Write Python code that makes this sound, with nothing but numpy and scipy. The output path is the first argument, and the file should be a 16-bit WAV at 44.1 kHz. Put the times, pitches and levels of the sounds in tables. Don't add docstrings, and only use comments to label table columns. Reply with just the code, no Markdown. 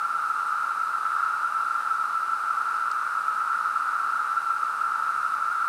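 import sys
import numpy as np
from scipy import signal
from scipy.fft import rfft, irfft
from scipy.io import wavfile
from scipy.ndimage import uniform_filter1d

SR = 44100
rng = np.random.default_rng(int(sys.argv[2]) if len(sys.argv) > 2 else 0)


def generate_wav(sig):
    pcm = np.round(np.clip(np.atleast_2d(sig).T, -1, 1) * 32767).astype(np.int16)
    wavfile.write(sys.argv[1], SR, pcm)


N = 250488
TIME = np.arange(N) / SR

# (frequency [Hz], density [dB per Hz])
AIR_COLOUR = [(20, -22), (50, -20), (75, -22), (95, -12), (115, -7), (200, -1.5), (300, -1), (450, 0.5),
              (680, 4), (1000, -3.5), (2000, -9.5), (4000, -25)]
# (time [s], peak level [dB])
MOTOR_LEVEL = [(0, -88), (2.2, -83), (3.2, -78.5), (4.8, -74.5), (5.68, -70)]
# (time [s], strength before ringing [dB])
TICK_SNAPS = [(2.9153, -8), (2.9167, -19)]
# (frequency [Hz], width [Hz], gain [dB])
TWIG_MODES = [(3830, 700, -2.5), (4800, 590, 2), (5700, 900, -6), (7850, 1000, -5)]
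# (middle time [s], length [s], frequency [Hz], peak level [dB])
CHIP_PARTS = [(0.468, .03, 8230, -53), (0.489, .022, 8450, -54)]
# (frequency [Hz], density [dB per Hz])
BUZZ_COLOUR = [(2800, -10.5), (3600, -2), (4400, 0), (5200, -0.5), (6200, -3), (7300, -5), (8200, -1),
               (9000, -1), (10200, -4), (12000, -8.5), (13300, -11.5), (14500, -16), (15600, -24)]
# (frequency [Hz], width [Hz], rms level [dB])
RIB_MODES = [(2250, 890, -58), (2660, 510, -58), (3933, 600, -61.5)]
# (frequency [Hz], width [Hz], rms level [dB])
SLURRED_MODES = [(853.5, 106, -49.5), (951, 168, -48.5)]
# (frequency [Hz], width [Hz], relative rms level [dB])
HELD_MODES = [(1340, 139, 2), (1214.6, 180, -4.5), (1526, 173, -20.5)]
# (time [s], rms level [dB])
DRONE_LEVEL = [(0.0, -26.7), (0.59, -26.5), (0.98, -27.5), (1.18, -24.5), (1.37, -26.5), (1.76, -26.1),
               (1.96, -26), (2.35, -27), (2.55, -26), (3.13, -27.1), (3.53, -25.5), (3.72, -26), (4.5, -26),
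               (4.7, -27), (4.9, -26), (5.48, -26.4), (5.68, -25)]

STEADY_S = 0.188
NEAR_DB = -4.5
CUTOFF_HZ = 15700


def from_db(db):
    return 10 ** (np.asarray(db) / 20)


def rms_one(x):
    return x / np.sqrt(np.mean(x ** 2) + 1e-20)


def level_curve(rows):
    return from_db(np.interp(TIME, *np.transpose(rows)))


def drift(rate):
    knots = rng.standard_normal(4096)
    return np.interp(TIME * rate, np.arange(len(knots)), knots)


def resonate(x, hz, width_hz):
    r = np.exp(-np.pi * width_hz / SR)
    feed = np.array([1, 0, -1]) * (1 - r * r) / 2
    feedback = [1, -2 * r * np.cos(2 * np.pi * hz / SR), r * r]
    return signal.lfilter(feed, feedback, x + 1e-18)


def hiss(spectrum):
    hz, db = np.transpose(spectrum)
    bins = np.maximum(np.fft.rfftfreq(N, 1 / SR), 1)
    gain = from_db(np.interp(np.log(bins), np.log(hz), db, left=-80, right=-80))
    noise = rng.standard_normal(N)
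    return rms_one(irfft(rfft(noise) * gain, N))


def air():
    return from_db(-55) * hiss(AIR_COLOUR)


def motor(hum_hz):
    pitch = hum_hz * (1 + 0.0187 * drift(8))
    return level_curve(MOTOR_LEVEL) * np.sin(2 * np.pi * np.cumsum(pitch) / SR)


def tick():
    snaps = np.zeros(N)
    for s, db in TICK_SNAPS:
        snaps[round(s * SR)] = from_db(db)
    ringing = 0
    for k, (hz, width_hz, db) in enumerate(TWIG_MODES):
        sign = (-1) ** k
        ringing = ringing + sign * from_db(db) * resonate(snaps, hz, width_hz)
    return ringing


def chips(roughness_hz):
    out = 0
    for s, length, hz, db in CHIP_PARTS:
        shape = np.cos(np.pi * np.clip((TIME - s) / length, -.5, .5))
        pitch = hz + roughness_hz * drift(400)
        out = out + from_db(db) * shape * np.sin(2 * np.pi * np.cumsum(pitch) / SR)
    return out


def buzzing_kind():
    return from_db(-53.0) * hiss(BUZZ_COLOUR)


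def throng(modes, clicks_per_s):
    out, run_in = 0, SR // 10
    for hz, width_hz, db in modes:
        happens = rng.random(N + run_in) < clicks_per_s / SR
        clicks = happens * rng.standard_normal(N + run_in)
        tymbal = resonate(clicks, hz, width_hz)
        abdomen = resonate(tymbal, hz, width_hz)
        out = out + from_db(db) * rms_one(abdomen[run_in:])
    return out


def woods(x, t60):
    echoes = rng.standard_normal(N) * from_db(-60 * TIME / t60)
    soft_ends = signal.get_window(("tukey", .01), N)
    return rms_one(irfft(rfft(x * soft_ends) * rfft(echoes), N))


def caller(note_hz, phrase_s, slur_share, slur_drop, pulse_hz, pulse_depth, waver):
    own_phrase_s = phrase_s * rng.uniform(.8, 1.2)
    place = (TIME / own_phrase_s + rng.random()) % 1
    slur = np.clip((place - 1) / slur_share + 1, 0, 1)
    pitch = note_hz * (1 - slur_drop * slur) * (1 + waver * drift(12))
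    effort = np.minimum(place * 10, 1) * (1 - slur) ** 2
    own_pulse_hz = pulse_hz * rng.uniform(0.72, 1.2)
    tymbal = 1 + pulse_depth * np.cos(2 * np.pi * own_pulse_hz * TIME)
    return effort * tymbal * np.sin(2 * np.pi * np.cumsum(pitch) / SR)


def near_callers(centre_hz, spread_hz, count):
    notes = centre_hz + spread_hz * np.linspace(-1, 1, count)
    voices = sum(caller(hz, phrase_s=2.6, slur_share=.25, slur_drop=.36,
                        pulse_hz=130.8, pulse_depth=0.26, waver=0.00806) for hz in notes)
    return woods(voices, t60=0.71)


def drone():
    far = throng(HELD_MODES, clicks_per_s=12000)
    near = near_callers(centre_hz=1330, spread_hz=44, count=16)
    voices = far + from_db(NEAR_DB) * near
    loudness = np.sqrt(uniform_filter1d(voices ** 2, size=int(STEADY_S * SR)))
    return level_curve(DRONE_LEVEL) * voices / loudness


def scene():
    background = air() + motor(hum_hz=124.0)
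    small_sounds = tick() + chips(roughness_hz=130)
    slurred = throng(SLURRED_MODES, clicks_per_s=8000)
    ribs = throng(RIB_MODES, clicks_per_s=20000)
    chorus = drone() + slurred + ribs
    return (background + small_sounds + buzzing_kind() + chorus)[None]


def record(dry):
    steep_cut = signal.ellip(10, .1, 80, CUTOFF_HZ, fs=SR, output="sos")
    return signal.sosfilt(steep_cut, dry)


dry = scene()
out = record(dry)
generate_wav(out)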